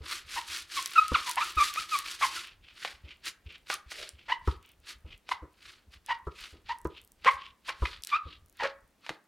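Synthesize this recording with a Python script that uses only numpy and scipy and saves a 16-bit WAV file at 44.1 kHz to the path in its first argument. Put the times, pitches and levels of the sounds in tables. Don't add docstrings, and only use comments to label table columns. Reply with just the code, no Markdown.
import sys
import numpy as np
from scipy import signal
from scipy.fft import rfft, irfft, next_fast_len
from scipy.io import wavfile

SR = 44100
rng = np.random.default_rng(int(sys.argv[2]) if len(sys.argv) > 2 else 0)


def wrap_up_sound(samples):
    columns = np.atleast_2d(samples).T
    tamed = np.clip(columns, -1, 1)
    steps = np.round(tamed * 32767).astype(np.int16)
    wavfile.write(sys.argv[1], SR, steps)


N = 408807
TIME = np.arange(N) / SR


# frequency in Hz, relative level in dB.
BALL_SKIN = [(500, 14.5), (1200, 4.5), (2400, -5.5), (3600, -19), (12000, -74.5)]
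# loudest moment in seconds, length in seconds, pitch in Hz,
# pitch glide in semitones, level in dB, roughness from 0 (pure) to 1 (scratchy).
LATEX_SQUEAKS = [ (0.381, 0.047, 976, -1.5, -31, 0.35), (0.783, 0.041, 1107, -3, -29.5, 0.05),
                 (0.97, 0.033, 1382, -0.5, -23, 0.11), (0.99, 0.026, 1271, 0.5, -12, 0),
                 (1.154, 0.022, 1240, -6.5, -17.5, 0.13), (1.287, 0.065, 1001, -2, -35, 0.26),
                 (1.387, 0.036, 946, -2, -24, 0.35), (1.422, 0.05, 1222, 7, -27, 0.25),
                 (1.589, 0.037, 1235, -2, -20.5, 0.08), (1.618, 0.044, 1185, -1, -19, 0.08),
                 (1.783, 0.027, 1260, 2.5, -26.5, 0), (1.945, 0.063, 1206, -4, -24.5, 0.05),
                 (2.237, 0.051, 1096, -3.5, -21.5, 0.32), (2.371, 0.045, 1504, -5.5, -39, 0.31),
                 (3.737, 0.052, 1214, -1.5, -37, 0.32), (4.309, 0.051, 901, 0, -31.5, 0.48),
                 (4.325, 0.013, 989, 3, -19.5, 0.05), (5.32, 0.016, 974, -1, -24, 0.33),
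                 (6.114, 0.054, 956, -0.3, -26, 0.31), (6.715, 0.049, 938, 3.5, -31, 0.14),
                 (7.266, 0.025, 506, 4.5, -26, 0.5), (7.283, 0.045, 1091, -1.5, -15.5, 0.34),
                 (7.699, 0.038, 1054, 3, -32, 0.44), (7.86, 0.016, 1147, 5.5, -26.5, 0.3),
                 (8.15, 0.066, 1228, 3.5, -23, 0.15), (8.621, 0.052, 913, -1.5, -30.5, 0.3),
                 (8.653, 0.058, 548, 2.3, -26.5, 0.47)]

def squeaks(rise_share=.56, jitter=.19, wander=.025, breakup=.26, flutter_db=5, rasp_db=4.5):
    out, t = np.zeros(N), TIME[:SR // 8]
    for s, length_s, pitch_hz, semitones, level_db, roughness in LATEX_SQUEAKS:
        rise_s = rise_share * length_s
        progress = np.interp(t, [0, rise_s, length_s], [0, 1, 2])
        letting_go = np.maximum(progress - 1, 0)
        rough = np.clip(roughness * 2 ** (1 - progress) + breakup * letting_go ** 2, 0, 1)
        octaves = semitones / 12
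        hz = pitch_hz * 2 ** (octaves * np.interp(t, [0, length_s], [-.5, .5]))
        hz *= 1 + wander * np.sqrt(rough) * drift(90, len(t))
        slips_per_s = hz * (1 + jitter * rough * drift(750, len(t)))
        phase = 2 * np.pi * np.cumsum(slips_per_s) / SR
        bright_db = rasp_db * rough + .23 * abs(octaves) / length_s
        tone = 0
        for k in range(1, 9):
            overtone_db = at_hz(BALL_SKIN, k * hz) + bright_db * min(k - 1, 2)
            overtone_db += flutter_db * np.sqrt(rough) * drift(220, len(t))
            tone += from_db(overtone_db) * np.sin(k * phase)
        tone /= np.std(tone[progress < 2])
        pulses = rng.standard_normal(len(t)) * (1 + np.cos(phase))
        scrape = from_db(-1) * rms_one(band(pulses, 1100, 2500))
        pressure = np.sin(progress * np.pi / 2).clip(0) ** 1.12
        squeak = np.sqrt(1 - rough ** 2) * tone + rough * scrape
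        add(out, s - rise_s, from_db(level_db) * pressure * squeak)
    return out


# pitch in Hz, relative level in dB, seconds to fade by 60 dB.
BALL_NOTES = [(147, -12.5, 0.052), (317.4, -5.5, 0.035), (487, -1, 0.01), (980, -7.5, 0.045),
              (1260, -2.5, 0.018)]
# start in seconds, thump strength in dB, slap strength in dB.
HAND_LANDINGS = [(0.005, -35.5, -44), (1.115, -26, -17), (1.566, -27.5, -39), (3.039, -37, -55),
                 (3.459, -37, -57), (3.862, -44, -79), (4.134, -44.5, -69), (4.474, -15, -10),
                 (5.045, -35.5, -49.5), (5.42, -36.5, -37.5), (6.267, -29, -24.5), (6.526, -43, -49.5),
                 (6.85, -28.5, -19), (7.339, -45, -67), (7.82, -17.5, -20), (8.254, -34.5, -45.5),
                 (9.09, -70.5, -33)]

def grips(bounce_hz=67.3, swell_s=.0082, settle_s=.085, shortest_touch_s=.0036, fingers_s=.012):
    swing, slap, nudge = np.zeros((3, N))
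    t = TIME[:SR // 10]
    hardest_db = max(slap_db for _, _, slap_db in HAND_LANDINGS)
    for s, thump_db, slap_db in HAND_LANDINGS:
        hz = bounce_hz * 2 ** (.1 * rng.standard_normal())
        swell = t / swell_s * np.exp(1 - t / swell_s)
        bounce = -from_db(thump_db - 3) * swell * np.sin(2 * np.pi * hz * t)
        add(swing, s, bounce)
        add(swing, s + settle_s, from_db(-25) * bounce)
        softer_db = hardest_db - slap_db
        touch_s = shortest_touch_s * np.exp(.052 * softer_db)
        touch = rng.standard_normal(len(t)) * np.sqrt(t) * np.exp(-t / touch_s)
        touch *= from_db(-3) / np.linalg.norm(touch)
        add(slap, s, from_db(slap_db) * touch)
        late_s = fingers_s * 2 ** rng.uniform(-.26, .36)
        add(slap, s + late_s, from_db(slap_db - 9) * touch)
        add(nudge, s, from_db(hardest_db - .67 * softer_db) * touch)
    ringing = 0
    for k, (hz, db, fade_s) in enumerate(BALL_NOTES):
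        push = nudge if hz < 700 else slap
        ringing += (-1) ** k * from_db(db) * ring(push, hz, fade_s)
    pat = from_db(-5) * band(slap, 300, 5000)
    return swing + ringing + pat


# frequency in Hz, relative level in dB.
HISS_TONE = [(250, -20.5), (700, -19.5), (1200, 2.5), (4500, 6.5), (7000, 0), (11000, -4.5), (16000, -21.5)]
CRACKLE_TONE = [(1800, -26), (9000, 4.5), (16000, -4.5)]
# middle in seconds, length in seconds, hiss level in dB.
PALM_SLIDES = [ (0.133, 0.12, -40), (0.358, 0.12, -39.5), (0.55, 0.13, -38), (0.779, 0.12, -36.5),
               (0.984, 0.25, -46.5), (1.18, 0.14, -44), (1.29, 0.1, -39), (1.454, 0.13, -40.5),
               (1.643, .114, -34), (1.794, 0.11, -40.5), (1.954, 0.11, -38), (2.1, 0.11, -40),
               (2.25, 0.084, -34.5), (2.362, 0.16, -42.5), (2.855, 0.15, -51), (3.276, 0.048, -38),
               (3.722, 0.064, -40), (3.92, 0.03, -43), (4.001, 0.14, -48), (4.497, 0.084, -56),
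               (4.9, 0.059, -45.5), (5.315, 0.037, -46), (5.685, 0.15, -60.5), (5.94, 0.045, -62),
               (6.438, 0.15, -53.5), (7.312, 0.085, -51), (7.688, 0.04, -46.5), (7.875, 0.16, -56),
               (8.103, 0.052, -55), (9.091, 0.084, -61.5)]

def sliding_palms():
    sliding = swells(PALM_SLIDES + drags(level_db=-67.5), steepness=2.1)
    hiss = friction(HISS_TONE, grains_per_s=10000, spread_db=.5, flicker_db=1.5)
    peeling = from_db(-20) * sliding + from_db(-85)
    crackle = friction(CRACKLE_TONE, grains_per_s=150, spread_db=3.5, flicker_db=4)
    return sliding * hiss + peeling * crackle


def drags(level_db, length_s=.059):
    return [(s, length_s, level_db) for s, *_ in LATEX_SQUEAKS]


# start in seconds, peak in dB before gain_db is added.
PATCH_SNAPS = [(1.76, -24.5), (2.849, -18.5), (3.701, -14.5), (3.918, -30), (5.291, -23.5), (7.247, -22),
               (7.692, -21), (8.635, -26), (9.065, -30), (9.093, -19)]
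SPOT_TICKS = [(0.4788, -39), (0.8265, -30.5), (0.8594, -26), (1.0818, -30.5), (1.2949, -30), (1.3129, -27),
              (1.358, -32.5), (1.7394, -31), (1.9889, -25.5), (3.257, -40.5), (3.741, -27), (4.0911, -37),
              (6.0625, -41.5), (8.0225, -45), (8.0364, -32), (8.0487, -33), (8.0717, -33)]
FINGER_LIFTS = [(0.875, -30), (1.474, -34), (4.628, -46), (6.786, -40), (7.016, -42), (8.461, -47.5)]

def peeling_latex(tick_gap_s=.032):
    runs = [(s + tick_gap_s * k * (1 + .1 * rng.standard_normal()), db + 2 * rng.standard_normal())
            for s, db in FINGER_LIFTS for k in range(4)]
    snaps = cracks(PATCH_SNAPS, low_hz=621, high_hz=2970, decay_s=.0057, gain_db=1.5)
    ticks = cracks(SPOT_TICKS, low_hz=3480, high_hz=10800, decay_s=.00073, gain_db=11)
    lifts = cracks(runs, low_hz=6000, high_hz=16000, decay_s=.0005, gain_db=1)
    return snaps + ticks + lifts


def cracks(events, low_hz, high_hz, decay_s, gain_db):
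    out, t = np.zeros(N), TIME[:SR // 50]
    click = t == 0
    for s, peak_db in events:
        tearing = rng.standard_normal(len(t)) * np.exp(-t / decay_s)
        burst = band(click + tearing / np.linalg.norm(tearing), low_hz, high_hz)
        add(out, s, from_db(peak_db + gain_db) * burst / np.abs(burst).max())
    return out


# frequency in Hz, relative level in dB.
FABRIC_TONE = [(200, -22), (750, -22.5), (1300, -7.5), (2100, -5.5), (2650, -4), (4600, -7.5), (6200, -22),
               (16000, -52)]

def glove_fabric(brisk_hiss_db=-38.5, brisk_rustle_db=-40.5):
    strokes = [(s, length_s, brisk_rustle_db + .57 * (hiss_db - brisk_hiss_db))
               for s, length_s, hiss_db in PALM_SLIDES]
    moving = swells(strokes + drags(level_db=-45.5), steepness=1.41)
    rustle = friction(FABRIC_TONE, grains_per_s=19000, spread_db=2.5, flicker_db=3.5)
    air_ring = from_db(-23) * rms_one(band(rng.standard_normal(N), 320, 375))
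    return moving * (rustle + air_ring) + flexing_fingers(rustle)


# middle in seconds, relative level in dB, pitch of the hand's hollow in Hz.
FINGER_FLEXES = [(0.108, -42, 1200), (2.473, -50.5, 2720), (2.686, -54, 2800), (2.859, -45.5, 1817),
                 (3.109, -50, 2620), (3.526, -49.5, 2740), (4.02, -43.5, 498), (4.208, -59, 2700),
                 (4.679, -58.5, 2750), (5.117, -55, 2695), (5.682, -63, 1460), (6.39, -57.5, 2410),
                 (6.968, -53, 3010), (7.441, -46, 2900), (7.929, -49.5, 3660), (8.313, -50.5, 3440),
                 (8.654, -52, 1630), (9.092, -52.5, 1100)]

def flexing_fingers(rustle, length_s=.094):
    out = 0
    for s, db, hz in FINGER_FLEXES:
        hollow = rms_one(band(rustle, hz / 2 ** .4, hz * 2 ** .4))
        out += swells([(s, length_s, db)]) * (from_db(-6) * hollow + from_db(-5) * rustle)
    return out


def rocking_ball(level_db=-69.5, sway_db=6.5, let_go_s=8.7, fade_db_per_s=61):
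    fade_db = fade_db_per_s * np.maximum(TIME - let_go_s, 0)
    loudness = from_db(level_db + sway_db * drift(26) - fade_db)
    return loudness * rms_one(band(rng.standard_normal(N), 27, 82))


# frequency in Hz, relative level in dB.
OUT_OF_STEP = [(60, -30), (150, -20), (500, -24.5), (2200, -27), (4000, -37), (8000, -16.5), (14000, -28)]

def microphones(x):
    size = next_fast_len(N)
    share = from_db(at_hz(OUT_OF_STEP, np.fft.rfftfreq(size, 1 / SR)))
    side = irfft(1j * rfft(x, size) * share, size)[:N]
    return stereo(x, side)


# frequency in Hz, seconds to fade by 60 dB.
ECHO_FADES = [(100, 0.18), (1200, 0.4), (2200, 0.2), (12000, 0.18)]

def room_echoes(x, level_db=-14, width=.26, first_echo_s=.0036):
    t, echoes = TIME[:SR * 2 // 3], 0
    for low_hz in 60 * 2. ** np.arange(9):
        fade_s = at_hz(ECHO_FADES, low_hz * np.sqrt(2))
        noise = band(rng.standard_normal((2, len(t))), low_hz, 2 * low_hz)
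        echoes += noise * from_db(-60 * t / fade_s)
    echoes *= np.clip(t / first_echo_s - 1, 0, 1)
    echoes /= np.linalg.norm(echoes[0])
    mid, side = signal.fftconvolve(x[None], echoes, axes=1)[:, :N]
    return from_db(level_db) * stereo(mid, width * side)


# frequency in Hz, relative level in dB.
ROOM_TONE = [(50, -16.5), (200, -3), (16000, -28)]

def room_noise(level_db=-71.5, width=.35):
    mid, side = [colour(rng.standard_normal(N), ROOM_TONE) for _ in range(2)]
    return from_db(level_db) * stereo(mid, width * side)


def friction(tone, grains_per_s, spread_db, flicker_db):
    sizes = from_db(spread_db * np.minimum(rng.exponential(1, N), 5)) * rng.standard_normal(N)
    slips = sizes * (rng.random(N) < grains_per_s / SR)
    return colour(slips * from_db(flicker_db * drift(140)), tone)


def swells(movements, steepness=2):
    power = np.zeros(N)
    for s, length_s, db in movements:
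        near = np.abs(TIME - s) < 2 * length_s
        hill = np.exp(-np.abs(2 * (TIME[near] - s) / length_s) ** steepness)
        power[near] += (from_db(db) * hill) ** 2
    return np.sqrt(power)


def from_db(db):
    return 10 ** (np.asarray(db) / 20)


def rms_one(x):
    return x / np.sqrt(np.mean(x ** 2) + 1e-20)


def at_hz(table, hz):
    known_hz, values = np.transpose(table)
    return np.interp(np.log(np.maximum(hz, 1)), np.log(known_hz), values)


def colour(x, tone):
    size = next_fast_len(N)
    gains = from_db(at_hz(tone, np.fft.rfftfreq(size, 1 / SR)))
    return rms_one(irfft(rfft(x, size) * gains, size)[:N])


def band(x, low_hz, high_hz):
    bandpass = signal.butter(2, [low_hz, min(high_hz, .45 * SR)], "band", fs=SR, output="sos")
    return signal.sosfilt(bandpass, x + 1e-18)


def drift(rate, size=N):
    knots = rng.standard_normal(size // 4)
    return rms_one(np.interp(np.arange(size) * rate / SR, np.arange(len(knots)), knots))


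def ring(x, hz, fade_s):
    decay, turn = from_db(-60 / (fade_s * SR)), 2 * np.pi * hz / SR
    return signal.lfilter([0, np.sin(turn)], [1, -2 * decay * np.cos(turn), decay ** 2], x + 1e-18)


def add(out, s, sound):
    start = max(round(s * SR), 0)
    out[start:start + len(sound)] += sound[:N - start]


def stereo(mid, side):
    return np.array([mid + side, mid - side])


def scene():
    handling = peeling_latex() + squeaks() + glove_fabric() + sliding_palms() + rocking_ball() + grips()
    return microphones(handling) + room_echoes(handling) + room_noise()


def record(dry):
    return signal.sosfilt(signal.ellip(10, .1, 80, 16200, fs=SR, output="sos"), dry)


dry = scene()
out = record(dry)
wrap_up_sound(out)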